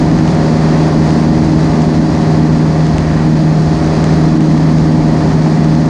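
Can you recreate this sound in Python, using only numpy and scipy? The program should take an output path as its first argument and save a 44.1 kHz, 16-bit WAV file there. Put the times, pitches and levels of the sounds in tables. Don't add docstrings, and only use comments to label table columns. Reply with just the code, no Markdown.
import sys
import numpy as np
from scipy import signal
from scipy.fft import rfft, irfft, next_fast_len
from scipy.io import wavfile
from scipy.ndimage import uniform_filter1d, minimum_filter1d, map_coordinates

SR = 44100
rng = np.random.default_rng(int(sys.argv[2]) if len(sys.argv) > 2 else 0)


def unload_audio(sound):
    columns = np.transpose(np.atleast_2d(sound))
    steps = np.round(np.clip(columns, -1, 1) * 32767)
    wavfile.write(sys.argv[1], SR, steps.astype(np.int16))


N = 259749


def amp(db):
    return 10 ** (np.asarray(db) / 20)


def unit(x):
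    return x / np.sqrt(np.mean(x ** 2) + 1e-20)


def steady(x, span_s):
    power = np.abs(uniform_filter1d(x ** 2, max(int(span_s * SR), 2)))
    return x / np.sqrt(power + 1e-9)


def curve(rows):
    at_s, value = np.transpose(rows)
    return np.interp(np.arange(N) / SR, at_s, value)


def swell(level_db):
    return level_db - level_db.mean()


def wobble(knots_per_s):
    knots = rng.standard_normal(int(N * knots_per_s / SR) + 4)
    return map_coordinates(knots, [np.arange(N) * knots_per_s / SR])


def flutter(depth_db, knots_per_s):
    return depth_db * wobble(knots_per_s)


def filtered(x, response):
    size = next_fast_len(N + SR // 2)
    hz = np.fft.rfftfreq(size, 1 / SR)
    return irfft(rfft(x, size) * response(hz), size)[:N]


def coloured(x, spectrum):
    point_hz, point_db = np.transpose(spectrum)

    def response(hz):
        gain = amp(np.interp(np.log(hz + 1), np.log(point_hz), point_db))
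        return gain / np.hypot(1, (hz / point_hz[-1]) ** 2)

    return filtered(x, response)


def noise(spectrum, gate=1):
    return unit(coloured(gate * rng.standard_normal(N), spectrum))


def ticks(trim_db, attack_s):
    # start in seconds, level in dB before the trim, brightness in dB.
    contacts = [(0.1881, -20.5, 0), (0.2778, -19.5, 1), (1.1063, -17.5, 0), (1.4496, -20.5, -2),
                (2.8668, -20.5, -3), (2.9827, -13.5, 1), (3.9522, -20, -4), (4.0415, -13, 0),
                (4.5143, -20.5, -4), (4.578, -20.5, -1)]
    # frequency in Hz, nominal level in dB, t60 in seconds.
    modes = [(900, 1, .006), (1950, 0, .006), (2750, -1.5, .005), (3700, -6, .004), (6250, -2.5, .005),
             (7750, -11.5, .006), (8650, -19, .007)]
    faint_per_s, faint_db, faint_spread_db = 2.5, -23.5, 1
    treble_hz, mode_spread_db = 5000, 2.3
    faint = [(rng.uniform(0, N / SR), rng.normal(faint_db, faint_spread_db), 0)
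             for _ in range(round(faint_per_s * N / SR))]
    t = np.arange(SR // 100) / SR
    onset = 1 - np.exp(-t / attack_s)
    out = np.zeros(N + SR)
    for start_s, db, bright_db in contacts + faint:
        ring = np.zeros(len(t))
        for k, (hz, mode_db, t60_s) in enumerate(modes):
            level_db = mode_db + bright_db * (hz > treble_hz) + rng.normal(0, mode_spread_db)
            sign = (-1) ** k
            ring += sign * amp(level_db - 60 * t / t60_s) * np.sin(2 * np.pi * hz * t)
        out[round(start_s * SR):][:len(t)] += amp(db + trim_db) * ring * onset
    lowpass = signal.butter(8, 9200, fs=SR, output="sos")
    return signal.sosfilt(lowpass, out[:N])


def rumble(trim_db):
    # frequency in Hz, relative density in dB per Hz.
    spectrum = [(10, -26.5), (20, -22), (30, -4.5), (40, 10), (65, 9), (95, 10.5), (120, 8), (160, -16.5),
                (260, -50.5)]
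    # time in seconds, level in dB before trim and flutter.
    level_rows = [(0.0, -18), (1.2, -21), (1.4, -15), (2.1, -18.5), (2.6, -20), (3.1, -16.5), (3.4, -22),
                  (3.7, -17), (4.3, -19.5), (4.6, -23), (5.0, -18), (5.89, -22.5)]
    level_db = curve(level_rows) + trim_db + flutter(depth_db=1.5, knots_per_s=8)
    return amp(level_db) * steady(noise(spectrum), span_s=0.24)


def boom(boom_db, trim_db):
    # frequency in Hz, relative density in dB per Hz.
    spectrum = [(90, -26.5), (125, -10), (155, -2), (200, -0.5), (255, 0.5), (300, -1), (330, -6),
                (365, -10), (410, -12.5), (450, -29.5), (800, -81)]
    return amp(boom_db + trim_db) * steady(noise(spectrum), span_s=.12)


def driven(air_db, mean_db, growth):
    return amp(mean_db + growth * swell(air_db))


def wash(turns, depth):
    return 1 + depth * np.cos(2 * np.pi * 2 * turns)


def hiss(turns, air_db):
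    # frequency in Hz, relative density in dB per Hz.
    spectrum = [(1800, -20.5), (2800, -7), (3450, -2.5), (3650, -5.5), (4000, -1), (4700, 0.5),
                (5600, -4.5), (6800, -6.5), (7500, -13.5), (8200, -15), (8900, -14.5), (10000, -25.5),
                (11500, -33.5), (13000, -50.5)]
    gain = driven(air_db, mean_db=-34.5, growth=0.78) * amp(flutter(depth_db=0.45, knots_per_s=25))
    return gain * noise(spectrum, wash(turns, depth=.05))


def gusts():
    # crest in seconds, length in seconds, rise in dB.
    arches = [(0.75, .25, 1.2), (3.13, 0.32, 3), (4.0, 0.44, 0.8), (5.6, 0.14, 1.5)]
    t = np.arange(N) / SR
    return sum(rise_db * np.cos(np.pi * np.clip((t - crest_s) / length_s, -.5, .5))
               for crest_s, length_s, rise_db in arches)


def screen_wind(turns, air_db):
    # frequency in Hz, relative density in dB per Hz.
    spectrum = [(600, -18), (950, 1.5), (1150, 2), (1400, -2), (1650, -1.5), (1920, 0.5), (2150, -6),
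                (2500, -8), (3000, -17.5), (4500, -51), (10000, -88.5)]
    gain = driven(air_db, mean_db=-30.0, growth=0.92) * amp(gusts())
    return gain * noise(spectrum, wash(turns, depth=0.066))


def rush(turns, air_db):
    # frequency in Hz, relative density in dB per Hz.
    spectrum = [(250, -27), (380, 0.5), (450, 0), (530, 2), (700, 1), (900, -2.5), (1100, -8), (1400, -19),
                (2500, -61)]
    return driven(air_db, mean_db=-24.5, growth=0.98) * noise(spectrum, wash(turns, depth=0.083))


def firings(turns, uneven_db, scatter_db, jitter_s):
    index = np.arange(int(2 * turns[-1]))
    chance = rng.standard_normal((len(index), 2))
    at = np.interp(index / 2, turns, np.arange(N)) + jitter_s * SR * chance[:, 0]
    cylinder = np.array([1, -1, .5, -.5])[index % 4]
    strength = amp(uneven_db * cylinder + scatter_db * chance[:, 1])
    return np.bincount(np.clip(at, 0, N - 1).astype(int), strength, N)


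def cabin(x, t60_s):
    t = np.arange(SR // 10) / SR
    reflections = unit(rng.standard_normal(len(t)) * amp(-60 * t / t60_s))
    return signal.fftconvolve(x, reflections)[:N]


def rasp(turns, air_db):
    # frequency in Hz, relative gain in dB.
    spectrum = [(400, -30), (600, -8), (800, 0), (950, -2), (1200, -10), (1600, -14), (2000, -14),
                (3000, -30), (6000, -60)]
    pulses = firings(turns, uneven_db=14, scatter_db=2.5, jitter_s=.00007)
    buzz = unit(coloured(cabin(pulses, t60_s=0.12), spectrum))
    return driven(air_db, mean_db=-33.5, growth=1.1) * buzz


def engine_tones(turns, drone_db, boom_db, air_db, boom_follow, air_follow, waver, twist_turns):
    # multiple of crankshaft speed, rms level in dB before surge and waver.
    orders = [(2.0, -27), (2.5, -32), (3.5, -34), (4.5, -23), (5.0, -31), (5.5, -29), (6.0, -20.5),
              (6.5, -29), (7.0, -30), (7.5, -32), (8.0, -19.5), (9.0, -34), (9.5, -40), (10.0, -28),
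              (10.5, -32), (11.0, -37), (12.0, -35), (13.5, -42), (14.0, -33), (15.0, -36), (15.5, -41),
              (16.0, -39), (16.5, -40), (17.5, -46), (18.0, -29.5), (18.5, -40), (19.5, -43), (20.0, -46),
              (21.0, -46), (22.0, -45), (22.5, -43), (24.0, -45), (26.0, -50), (31.0, -49), (32.0, -51),
              (36.0, -54), (39.0, -53)]
    drone_order = 4
    boom_top_order = 8
    shaft = turns + twist_turns * wobble(25)

    def tone(order):
        return np.sqrt(2) * np.sin(2 * np.pi * (order * shaft + rng.random()))

    boom_surge = amp(boom_follow * swell(boom_db))
    air_surge = amp(air_follow * swell(air_db))
    out = amp(drone_db) * tone(drone_order)
    for order, db in orders:
        if order < drone_order:
            surge = 1
        elif order <= boom_top_order:
            surge = boom_surge
        else:
            surge = air_surge
        out += amp(db) * surge * (1 + waver * wobble(5)) * tone(order)
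    return out


def scene():
    # time in seconds, level in dB before trim and flutter.
    drone_rows = [(0.0, -11), (1.1, -8.5), (1.3, -10.5), (1.8, -9.2), (2.1, -12.5), (2.3, -9), (2.9, -8),
                  (3.0, -11), (3.6, -7), (3.8, -13.5), (4.2, -7.5), (4.3, -8), (4.8, -8), (5.3, -11),
                  (5.4, -8.0), (5.89, -7.5)]
    # time in seconds, level in dB before the trim.
    boom_rows = [(0.0, -10), (0.2, -10.5), (0.5, -12), (1.3, -10), (1.7, -11.5), (1.9, -9), (2.3, -13),
                 (2.5, -8.5), (2.8, -13.5), (3.1, -13), (3.3, -11), (3.6, -13.0), (3.9, -14), (4.4, -7.5),
                 (4.8, -11.5), (4.9, -10.5), (5.89, -11.5)]
    # time in seconds, strength in dB; only its swell about the mean counts.
    air_rows = [(0.0, -16.5), (0.2, -16.5), (0.7, -15), (1.2, -15.5), (1.3, -17.5), (1.7, -16),
                (2.0, -18.0), (2.3, -16.0), (2.6, -17.5), (3.1, -18), (3.6, -18.5), (3.8, -16.5),
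                (4.2, -16), (4.4, -17.5), (4.7, -17.5), (5.0, -18.5), (5.3, -17), (5.89, -18.5)]
    crank_hz, sag_hz_per_s = 39.22, 0.014
    turns = np.cumsum(crank_hz - sag_hz_per_s * np.arange(N) / SR) / SR
    drone_db = curve(drone_rows) - 2.47 + flutter(depth_db=.5, knots_per_s=10)
    boom_db = curve(boom_rows)
    air_db = curve(air_rows) + flutter(depth_db=0.26, knots_per_s=14)
    airframe = ticks(trim_db=1, attack_s=.00005) + rumble(trim_db=-4.5) + boom(boom_db, trim_db=-4.0)
    slipstream = hiss(turns, air_db) + screen_wind(turns, air_db) + rush(turns, air_db)
    tones = engine_tones(turns, drone_db, boom_db, air_db,
                         boom_follow=1.1, air_follow=1.15, waver=0.19, twist_turns=0.0017)
    engine = rasp(turns, air_db) + tones
    return (airframe + slipstream + engine)[None]


def limiter(x, ceiling, hold_s):
    size = max(int(hold_s * SR), 2)
    needed = (1 + (np.abs(x) / ceiling) ** 10) ** (-1 / 10)
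    return x * uniform_filter1d(minimum_filter1d(needed, size), size)


def record(dry):
    top_hz = 13500
    held = limiter(dry[0], ceiling=.96, hold_s=.012)
    return filtered(held, lambda hz: hz < top_hz)[None]


dry = scene()
out = record(dry)
unload_audio(out)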